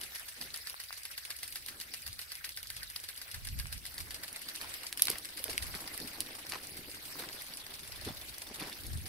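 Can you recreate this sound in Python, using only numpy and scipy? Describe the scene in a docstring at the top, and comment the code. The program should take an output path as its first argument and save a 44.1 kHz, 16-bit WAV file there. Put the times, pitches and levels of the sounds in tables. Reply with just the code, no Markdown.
"""Impact sprinklers in an orchard at night

Three sprinklers tick: each arm cuts its jet, knocks the plastic head with a ring of decaying tones, and throws
a splash of broken-up noise. Spray hisses as patchy noise, and drops tap on leaves as short pops.
Low noise in gusts is wind on the two ports of a hand-held phone, which turns and is carried along.
Feet shuffle through wet litter as swelling noise, and a few twigs snap as wide-band cracks."""
import sys
import numpy as np
from scipy import signal
from scipy.fft import rfft, irfft, next_fast_len
from scipy.io import wavfile
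from scipy.ndimage import uniform_filter1d, map_coordinates

SR = 44100
rng = np.random.default_rng(int(sys.argv[2]) if len(sys.argv) > 2 else 0)


def waveform_to_disk(signal):
    """Save audio, clipped to [-1, 1], as 16-bit WAV at the path in sys.argv[1]."""
    frames = np.transpose(np.atleast_2d(signal))
    scaled = np.clip(frames, -1, 1) * 32767
    samples = np.round(scaled).astype(np.int16)
    wavfile.write(sys.argv[1], SR, samples)


N = 400595
LEAD_S = 0.008  # every short sound's row starts this long before its event


def sprinklers():
    """Three arms beat at their own rates, each heard from its own bearing."""
    # each arm's beat: start_s, swing_period_s
    arms = [(0, .1272), (0, .138), (7.5757, .1275)]
    # how each sprinkler runs as it turns: time_s, strike_late_ms, knock_gain_db, splash_gain_db
    runs = [
        [(0, 34, -34, -36.5), (.2, 28.4, -35, -43), (.5, 32.5, -28, -33.5), (.8, 37.5, -29.5, -38),
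         (1.18, 32.6, -27.5, -37.5), (1.55, 30, -28.5, -33.5), (1.75, 31, -29.5, -36.5),
         (2.05, 28.8, -30, -39.5), (2.44, 29, -29.5, -35), (2.58, 29, -26.5, -41), (2.95, 35, -31.5, -39),
         (3.2, 35.3, -31.5, -36.5), (3.5, 37, -25.5, -42), (3.7, 37.3, -30.5, -39.5),
         (4.25, 36.6, -29.5, -38.5), (4.65, 33, -31, -35.5), (5, 33, -34, -38.5), (5.12, 33.6, -33.5, -44),
         (5.5, 27.7, -30, -31.5), (5.9, 24.5, -30, -45), (6.02, 22, -32, -45), (6.14, 28.4, -40, -43.5),
         (6.9, 27.7, -44, -42.5), (7.15, 38, -48, -60), (7.5, 32.5, -32.5, -51), (8.05, 35, -37, -36.5),
         (8.17, 27, -38, -44.5), (8.55, 19.3, -41, -38), (8.8, 26, -40, -49), (9.08, 29, -48, -35.5)],
        [(0, 12.5, -30, -37), (.3, 10, -40, -39.5), (.7, 7.5, -28, -43), (.9, 9, -39, -42),
         (1.2, 9.5, -30, -39.5), (1.4, 7, -37, -38.5), (1.53, 6, -28, -42.5), (2.6, 7.5, -31, -41.5),
         (2.77, 5.5, -29, -40), (2.9, 2, -33.5, -37.5), (3.4, 2, -31, -43), (3.6, 1, -29.5, -34),
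         (3.85, -1, -33, -38), (4.13, 3.5, -30, -40), (4.6, -2.5, -44, -39.5), (4.97, 6, -25.5, -37),
         (5.35, 11.5, -29.5, -42), (5.85, 7.5, -36.5, -41), (6.2, -.5, -31, -36), (6.65, 9.5, -38, -42.5),
         (6.95, 15.5, -36, -40), (7.2, 16, -33, -37), (7.45, 13.5, -35, -51), (7.75, 9.5, -37, -40.5),
         (8.05, 7.5, -42, -45.5), (8.4, 3, -36, -51), (9.08, 3.5, -34, -46)],
        [(7.5, 2, -45, -48), (8, 0.5, -37, -43), (8.4, -0.5, -41, -43), (8.7, 4, -36.5, -46),
         (9.08, 2.5, -50, -58)],
    ]
    # where each stands as the phone turns: time_s, left_lag_ms
    bearings = [
        [(0, -0.052), (3.8, -0.083), (4.9, 0.3), (5.6, 0.49), (6.4, 0.53), (7, 0.44), (9, 0.22)],
        [(0, -0.31), (2.2, -0.314), (4.5, -.37), (5.7, -0.41), (6.6, -0.36), (9, -0.21)],
        [(7.5, -0.071), (9, -0.024)],
    ]
    # ringing tones of each plastic head: nominal pitch_hz, relative_level_db, t60_s
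    heads = [
        [(1600, -10.5, 0.044), (1789, -14.5, 0.079), (1990, -9, 0.04), (2730, -16.5, 0.079), (3640, -3, 0.016),
         (4600, 19, 0.0046)],
        [(2126, -14, 0.052), (2880, -9, 0.039), (3660, -17, 0.015), (4950, 11.5, 0.0061), (9350, 6.5, 0.0096),
         (10500, -4.5, 0.016)],
        [(2200, -8, .03), (3570, 5.5, 0.041), (4300, 5.5, .015), (8200, -7.5, .012), (9800, 14.5, 0.01)],
    ]
    return sum(sprinkler(*one) for one in zip(arms, runs, bearings, heads))


def sprinkler(arm, run, bearing, head):
    """The arm slices the jet, knocks the head, the splash spreads, and the arm clips the jet again swinging back."""
    # colour of the splash: pitch_hz, relative_level_db
    splash_colour = [(300, -14.5), (900, -6.5), (1600, -2.5), (3000, 2), (6000, 6), (11000, 3),
                     (16000, -0.5)]
    s, knock_db, splash_db = strikes(arm, run)[..., None]
    t = event_time(0.09)

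    def noise():
        white = rng.standard_normal((len(s), len(t)))
        return unit(filtered(white, lambda hz: amp(along(splash_colour, hz))))

    # the head rings a little differently at every blow
    ring = 0
    for hz, db, t60 in head:
        level = amp(db + 2.5 * rng.standard_normal(s.shape))
        detune = 1 + 0.016 * rng.standard_normal(s.shape)
        cycles = hz * t * detune + rng.random(s.shape)
        ring = ring + level * puff(t, 0.0012, t60) * np.sin(2 * np.pi * cycles)

    rattle = noise()
    crack = amp(2.0) * burst(puff(t, 0.0005, 0.011), rattle)
    rebound_gain = amp(-11 + 4.4 * np.clip(rng.standard_normal(s.shape), -2, 1))
    rebound = rebound_gain * puff(t - 0.0065, 0.0002, 0.013) * rattle
    blow = amp(-7) * ring + crack
    even_blow = unit(blow) * np.sqrt(np.mean(blow ** 2))  # same energy at each strike
    knock = amp(knock_db) * (even_blow + rebound)

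    slice_in = amp(3.5) * puff(t + 0.0058, 0.0038, 0.026)
    spread = puff(t, 0.00074, 0.13)
    swing_back = amp(-13.0) * puff(t - 0.056, 0.0014, 0.039)
    jet = slice_in + spread + swing_back

    shared = splintered(noise(), depth_db=2.5)
    ears = []
    for _ in "lr":
        own = splintered(noise(), depth_db=6.0)
        ears.append(knock + amp(splash_db) * jet * (0.5 * shared + 0.84 * own))
    return place(s[:, 0], *ears, np.interp(s[:, 0], *np.transpose(bearing)))


def strikes(arm, run):
    """Times, knock dB and splash dB of one arm: an even beat, shifted by its lateness, with uneven force."""
    knock_varies_db, splash_varies_db = 1, 1.5
    start_s, period_s = arm
    beat = np.arange(start_s, N / SR - 0.03, period_s)
    late_ms, knock_db, splash_db = [c[np.round(beat * SR).astype(int)] for c in curve(run)]
    u = rng.standard_normal((len(beat), 2))
    knock_db = knock_db + knock_varies_db * u[:, 0]
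    splash_db = splash_db + splash_varies_db * u[:, 1]
    return np.array([beat + late_ms / 1000, knock_db, splash_db])


def drops():
    """The nearest taps one by one, and a scatter of fainter ones all round; big low drops are nearly all pop."""
    # loudest taps on near leaves: time_s, relative_level_db, centre_hz, left_lag_ms
    near_taps = [(0.196, -34.5, 8900, -0.16), (0.504, -36, 3400, 0.25), (0.574, -30, 7600, -.45),
                 (0.742, -37, 1270, 0.29), (0.906, -36, 1250, -0.14), (1.033, -30.5, 6900, -.34),
                 (1.365, -32, 7700, 0.072), (1.478, -30.5, 8750, 0.46), (2.02, -35, 7500, -0.52),
                 (2.129, -31.5, 7300, .05), (2.443, -32.5, 2200, 0), (2.564, -35, 10250, -.05),
                 (2.671, -32, 7100, -.05), (3, -31.5, 7100, 0.047), (3.162, -37, 8100, -0.67),
                 (3.448, -35, 7440, -0.32), (3.487, -30, 4800, 0.5), (3.656, -36.5, 1600, -0.25),
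                 (3.669, -33, 7500, .11), (3.778, -33, 5700, -.09), (3.941, -33.5, 7900, -0.73),
                 (4.328, -32.5, 8000, .2), (4.559, -28.5, 5900, -0.11), (4.697, -38, 5900, -.3),
                 (5.289, -34, 5300, -0.61), (5.743, -32.5, 1700, 0.57), (6.467, -33, 5730, -.34),
                 (6.497, -28, 7440, -0.27), (6.67, -32, 7500, -.11), (6.946, -33, 6750, -0.31),
                 (7.288, -31.5, 3600, 0.3), (7.42, -32, 8400, 0), (7.571, -29.5, 7500, -0.11),
                 (8.382, -30, 7200, -0.31), (8.489, -38, 6600, .25), (8.866, -31.5, 8100, -.43)]
    s, db, hz, lag_ms = np.transpose(near_taps)
    pop_db = -5 * np.log2(hz / 8000)
    near = ticks(s, db - pop_db, hz, 0 * s, lag_ms, rise=0.00037, t60=0.016, octaves=1.0,
                 pop_db=pop_db[:, None] + 5.5, tail_db=-14.0, length=1 / 20)
    u = rng.random((round(50 * N / SR), 4))  # 50 faint taps a second
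    s = u[:, 0] * N / SR
    db = -50.5 + 12 * u[:, 1] ** 2
    hz = 2500 * 5 ** u[:, 2]
    lag_ms = 1.034 * u[:, 3] - 0.45
    faint = ticks(s, db, hz, 0 * s, lag_ms, rise=0.0005, t60=0.015, octaves=0.34,
                  pop_db=-5, tail_db=-20.5, length=1 / 40)
    return near + faint


def feet():
    """Soles land with a dull push, press the soil and crunch wet leaves, which crackle."""
    # soles landing: time_s, relative_level_db, centre_hz
    thuds = [(0.406, -48.5, 347), (3.577, -53, 170), (4.838, -43, 855), (5.098, -34, 320),
             (5.399, -42, 420), (5.453, -42, 546), (5.485, -37, 412), (5.748, -40, 218),
             (6.886, -43.5, 404), (7.196, -38, 390), (7.499, -48.5, 167), (7.895, -46.5, 570),
             (8.069, -34, 250), (8.1, -32.5, 191), (8.508, -38, 283), (8.617, -34.5, 184),
             (8.673, -41.5, 336)]
    # weight coming down on a foot: peak_s, fade_10db_s, soil_db, leaves_db, wet_crackle_db
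    steps = [(.41, 0.11, -58, -53, -53), (4.63, 0.14, -59, -47.5, -54), (5.093, 0.11, -52.5, -46.5, -44),
             (5.495, .06, -48.5, -51, -47), (5.76, 0.12, -57, -51.5, -62), (6, 0.05, -53, -55, -53),
             (6.535, 0.05, -58, -42, -42), (7.2, 0.1, -51, -45, -51), (7.84, 0.2, -75, -63, -58.5),
             (8.073, 0.07, -48.5, -48, -49), (8.5, 0.2, -55.5, -54, -61), (8.62, 0.1, -53, -44.5, -45.5)]
    # slow shuffling under the steps, before its wobble: time_s, soil_db, leaves_db
    shuffle = [(0, -64, -59), (.3, -81, -66), (.9, -95, -77), (1.74, -62.5, -71), (2.2, -77, -85),
               (3.2, -79, -65), (3.6, -73, -68), (4.1, -63, -59.5), (4.9, -65, -60), (5.25, -63, -63.5),
               (5.7, -66, -51), (6.05, -54, -54.5), (6.45, -60, -57), (6.75, -58, -64), (7.4, -63.5, -57),
               (8, -63, -56.5), (9.08, -59.5, -64)]
    # colours of pressed soil, wet crackle and leaf litter: pitch_hz, relative_level_db
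    soil_colour = [(100, -0.5), (200, -1.5), (300, 3.5), (450, -4), (800, -9), (2000, -46)]
    crackle_colour = [(600, -20), (1500, -3.5), (3000, 2), (6000, -2), (16000, -10)]
    litter_colour = [(250, -8.5), (600, -2.5), (1000, -2), (2500, -8.5), (6000, -7.5), (16000, -72.5)]
    # left-right likeness of the litter: pitch_hz, likeness (1 = identical)
    litter_alike = [(300, 1), (700, 0.71), (1500, 0.08), (4000, 0.23)]
    press_faster = 3.1  # the rise against the fade

    s, db, hz = np.transpose(thuds)
    landing = ticks(s, db, hz, 0 * s, 0 * s, rise=0.00261, t60=0.043, octaves=0.8,
                    pop_db=-4, tail_db=-39, length=1 / 10)

    at, fade, soil_db, leaves_db, crackle_db = np.transpose(steps)

    def fall_db(t):
        return 10 * np.maximum(-press_faster * t, t) / fade[:, None]

    gains = []
    for slow_db, peak_db in zip(curve(shuffle), (soil_db, leaves_db)):
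        shuffling = amp(slow_db + 2.1 * wobble(25))
        gains.append(np.hypot(shuffling, swells(at, peak_db, fall_db)))
    press, crunch = gains
    soil = press * rush(soil_colour, [(300, 0.92)], patchy_db=2.0, grain_db=0.7)
    leaves = crunch * rush(litter_colour, litter_alike, patchy_db=3.0, grain_db=4)
    wet = rush(crackle_colour, [(3000, 0.59)], patchy_db=4.0, grain_db=5.0)
    return landing + soil + leaves + swells(at, crackle_db, fall_db) * wet


def snaps():
    """Twigs and stalks break close by as dry, wide-band cracks."""
    # each break: time_s, relative_level_db, centre_hz, left_minus_right_db, left_lag_ms
    breaks = [(4.927, -25.5, 5400, -3, 0), (4.996, -29, 3020, 1, 0.091), (5.021, -6, 7600, -2, -0.19),
              (5.054, -20, 9500, -3, 0), (5.071, -21.5, 5300, -1, 0.068), (5.083, -21.5, 2770, 0, -0.13),
              (5.097, -27, 6200, 8, 0), (5.101, -17.5, 10500, -4, 0.016), (5.114, -32, 6800, -2, 0),
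              (5.184, -28, 7900, -2, 0), (5.441, -21, 7450, -4, .07), (5.481, -37, 2630, -3, .03),
              (5.579, -19.5, 4300, -2.5, -0.34), (5.977, -27.5, 7540, -5, 0.079), (6.205, -21, 7600, -6, 0),
              (6.521, -28, 3550, 0, -0.019)]
    return ticks(*np.transpose(breaks), rise=0.00015, t60=0.011, octaves=1.62,
                 pop_db=9.0, tail_db=-20.5, length=1 / 16)


def spray():
    """Jets and falling mist hiss as patchy noise; what the two channels share arrives first on the left."""
    # hiss before its slight wobble: time_s, level_db
    hiss_level = [(0.0, -43.5), (0.66, -45), (1.57, -45.5), (1.85, -44.5), (3.13, -47), (3.29, -45),
                  (3.54, -46), (4.42, -44), (4.78, -41), (4.95, -46.5), (5.21, -44.5), (5.59, -42),
                  (6.88, -45), (7.13, -40.5), (7.64, -45), (9.08, -45.5)]
    # colour of the mist: pitch_hz, relative_level_db
    mist_colour = [(150, -28), (400, -14), (550, -7), (1000, -10.5), (1600, 0.5), (3000, 1), (6000, 1.5),
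                   (11000, -2.5), (16000, 3.5)]
    hiss = rush(mist_colour, [(300, 0.27), (1500, 0.1), (6000, 0.086)], patchy_db=4.0, grain_db=1.0)

    def turn(hz):
        lead_s = 0.000347  # left ahead of right
        return np.exp(1j * np.pi * hz * lead_s * np.array([[1], [-1]]))

    gain = amp(curve(hiss_level)[0] + 0.63 * wobble(8))
    return gain * filtered(splintered(hiss, depth_db=2.0), turn)


def wind():
    """Eddies thump each port on its own; their strength over about an eighth of a second follows the gust."""
    # gusts hitting the ports: peak_s, level_db, length_s
    gusts = [(0.056, -63, 0.06), (0.515, -59, 0.09), (1.6, -66, 0.42), (2.11, -51, 0.11), (2.8, -57, 0.38),
             (3.378, -44, 0.044), (3.57, -36.5, 0.16), (3.756, -41.5, 0.058), (4.03, -50, 0.21),
             (4.687, -57, 0.073), (5.5, -54, .12), (5.654, -41, 0.08), (5.76, -50, .04), (6.86, -59, 0.18),
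             (7.99, -49.5, 0.14), (8.12, -53.5, 0.45), (8.63, -60, 0.054), (8.86, -48, 0.061),
             (8.956, -35, 0.11)]
    # colour of the buffeting: pitch_hz, relative_level_db
    buffet_colour = [(12, -41), (25, -3), (55, 6), (90, 4), (140, -4.5), (222, -16.5), (400, -30),
                     (520, -45), (880, -120)]
    breeze_db, gust_edge_db = -66, 15  # mean level between gusts; fall one length from the peak
    lumps = amp(2.2 * np.array([wobble(12), wobble(14)]) + [[-0.5], [0.5]])  # right port 1 dB up
    eddies = lumps * rush(buffet_colour, [(30, 0.44), (200, 0.25)], patchy_db=1.5, grain_db=1)
    power = uniform_filter1d(np.mean(eddies ** 2, axis=0), SR // 8)
    strength = np.sqrt(np.abs(power) + 0.05)
    s, db, length = np.transpose(gusts)
    gust = swells(s, db, lambda t: gust_edge_db * np.abs(t / length[:, None]) ** 1.1)
    breeze = amp(breeze_db + 1.4 * wobble(3.06))
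    return np.hypot(gust, breeze) * eddies / uniform_filter1d(strength, SR // 16)


def ticks(s, db, hz, pan_db, lag_ms, rise, t60, octaves, pop_db, tail_db, length):
    """One sharp pop, a short burst of noise around the same pitch, and a faint scattered tail."""
    t = event_time(length)

    def band(f):
        return np.exp(-(np.log2((f + 1) / hz[:, None]) / octaves) ** 2)

    def noise():
        return unit(filtered(rng.standard_normal((len(s), len(t))), band))

    click = np.arange(len(t)) == np.argmax(t > 3 * rise)
    pop = filtered(np.tile(click, (len(s), 1)), lambda f: 1j * band(f))  # a push, then a pull
    pop = pop / pop.max(axis=1, keepdims=True)
    tick = amp(pop_db) * pop + burst(puff(t, rise, np.reshape(t60, (-1, 1))), noise())
    ears = []
    for side in (1, -1):
        tail = amp(tail_db) * puff(t, 0.0004, 0.15) * noise()  # its own in each channel
        ears.append(amp(db + side * pan_db / 2)[:, None] * (tick + tail))
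    return place(s, *ears, lag_ms)


def rush(spectrum, alike, patchy_db, grain_db):
    """Stereo noise of rms 1 with patches of random gain and a grainy flicker."""
    z = signal.stft(rng.standard_normal((2, N)), nperseg=256)[2]
    field = uniform_filter1d(rng.standard_normal(z.shape[1:]), 6, axis=0)
    field = uniform_filter1d(field, 8, axis=1)
    patchy = z * amp(patchy_db * field / field.std())
    pair = signal.istft(patchy, nperseg=256)[1][:, :N]
    pair = pair * amp(grain_db * wobble(350))

    def mid_side(hz):
        # the mix of middle and side sets how alike the channels are
        turn = np.arccos(np.clip(along(alike, hz), -1, 1)) / 2
        return amp(along(spectrum, hz)) * [np.cos(turn), np.sin(turn)]

    mid, side = filtered(pair, mid_side)
    return unit(np.array([mid + side, mid - side]))


def splintered(x, depth_db):
    """Rows of noise broken into specks a few ms long and a kHz or so wide, like separate droplets."""
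    z = signal.stft(x, nperseg=96)[2]
    field = uniform_filter1d(rng.standard_normal(z.shape), 3, axis=1)
    field = uniform_filter1d(field, 3, axis=2)
    specks = z * amp(depth_db * field / field.std())
    return unit(signal.istft(specks, nperseg=96)[1][:, :x.shape[1]])


def burst(envelope, noise):
    """Noise under an envelope, each row holding just the envelope's energy."""
    return unit(envelope * noise) * np.sqrt(np.mean(envelope ** 2, axis=-1, keepdims=True))


def puff(t, rise, t60):
    """An envelope that starts at t = 0, rises and dies away."""
    t = np.maximum(t, 0)
    return (1 - np.exp(-t / rise)) * amp(-60 * t / t60)


def swells(s, db, fall_db):
    """Gain of peaks at s, each falling away by fall_db(time from the peak, row), added in power."""
    t = np.arange(0, N + 64, 64) / SR
    power = np.sum(amp(db[:, None] - fall_db(t - s[:, None])) ** 2, axis=0)
    return np.interp(np.arange(N) / SR, t, np.sqrt(power))


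def event_time(length):
    """Seconds from the event, for a row of this length in seconds."""
    return np.arange(round(length * SR)) / SR - LEAD_S


def place(times, left, right, lag_ms):
    """Sums one short sound per row into both channels, the left one lagging by lag_ms."""
    def turn(hz):
        return np.exp(-1j * np.pi * hz * np.reshape(lag_ms, (-1, 1)) / 1000)  # half the lag

    ears = filtered(left, turn), filtered(right, lambda hz: np.conj(turn(hz)))
    where = np.round(np.asarray(times) * SR).astype(int)[:, None] + np.arange(left.shape[1])
    lead = round(LEAD_S * SR)
    return np.array([np.bincount(where.ravel(), e.ravel(), N + SR)[lead:N + lead] for e in ears])


def filtered(x, response):
    """Rows of x times a response of frequency."""
    m = next_fast_len(x.shape[-1] + 1024)
    spectrum = rfft(x, m) * response(np.fft.rfftfreq(m, 1 / SR))
    return irfft(spectrum, m)[..., :x.shape[-1]]


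def wobble(rate):
    """A smooth random curve, rate knots a second."""
    knots = rng.standard_normal(int(N * rate / SR) + 4)
    return map_coordinates(knots, [np.arange(N) * rate / SR])


def curve(rows):
    """One value per sample for each column after the time."""
    s, *columns = np.transpose(rows)
    return [np.interp(np.arange(N) / SR, s, c) for c in columns]


def along(points, hz):
    """(Hz, value) points read on a log axis."""
    f, v = np.transpose(points)
    return np.interp(np.log(hz + 1), np.log(f + 1), v)


def unit(x):
    """Each row at rms 1."""
    return x / np.sqrt(np.mean(x ** 2, axis=-1, keepdims=True) + 1e-20)


def amp(db):
    """dB to gain."""
    return 10 ** (np.asarray(db) / 20)


def scene():
    """All sources, out in the open with no walls."""
    return sprinklers() + drops() + feet() + snaps() + spray() + wind()


def record(dry):
    """The phone's ports colour the treble; nothing is kept above the band limit."""
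    # colour of the ports: pitch_hz, gain_db
    ports = [(1200, -0.5), (2000, 1.5), (3300, -2.5), (4700, 0.5), (5800, -6), (7000, -11), (8000, -4.5),
             (10500, 1), (12500, -0.5), (14300, -8.5), (15600, -7.5), (15900, -29), (16400, -54)]
    top_hz = 16800
    return filtered(dry, lambda hz: amp(along(ports, hz)) * (hz < top_hz))


dry = scene()
out = record(dry)
waveform_to_disk(out)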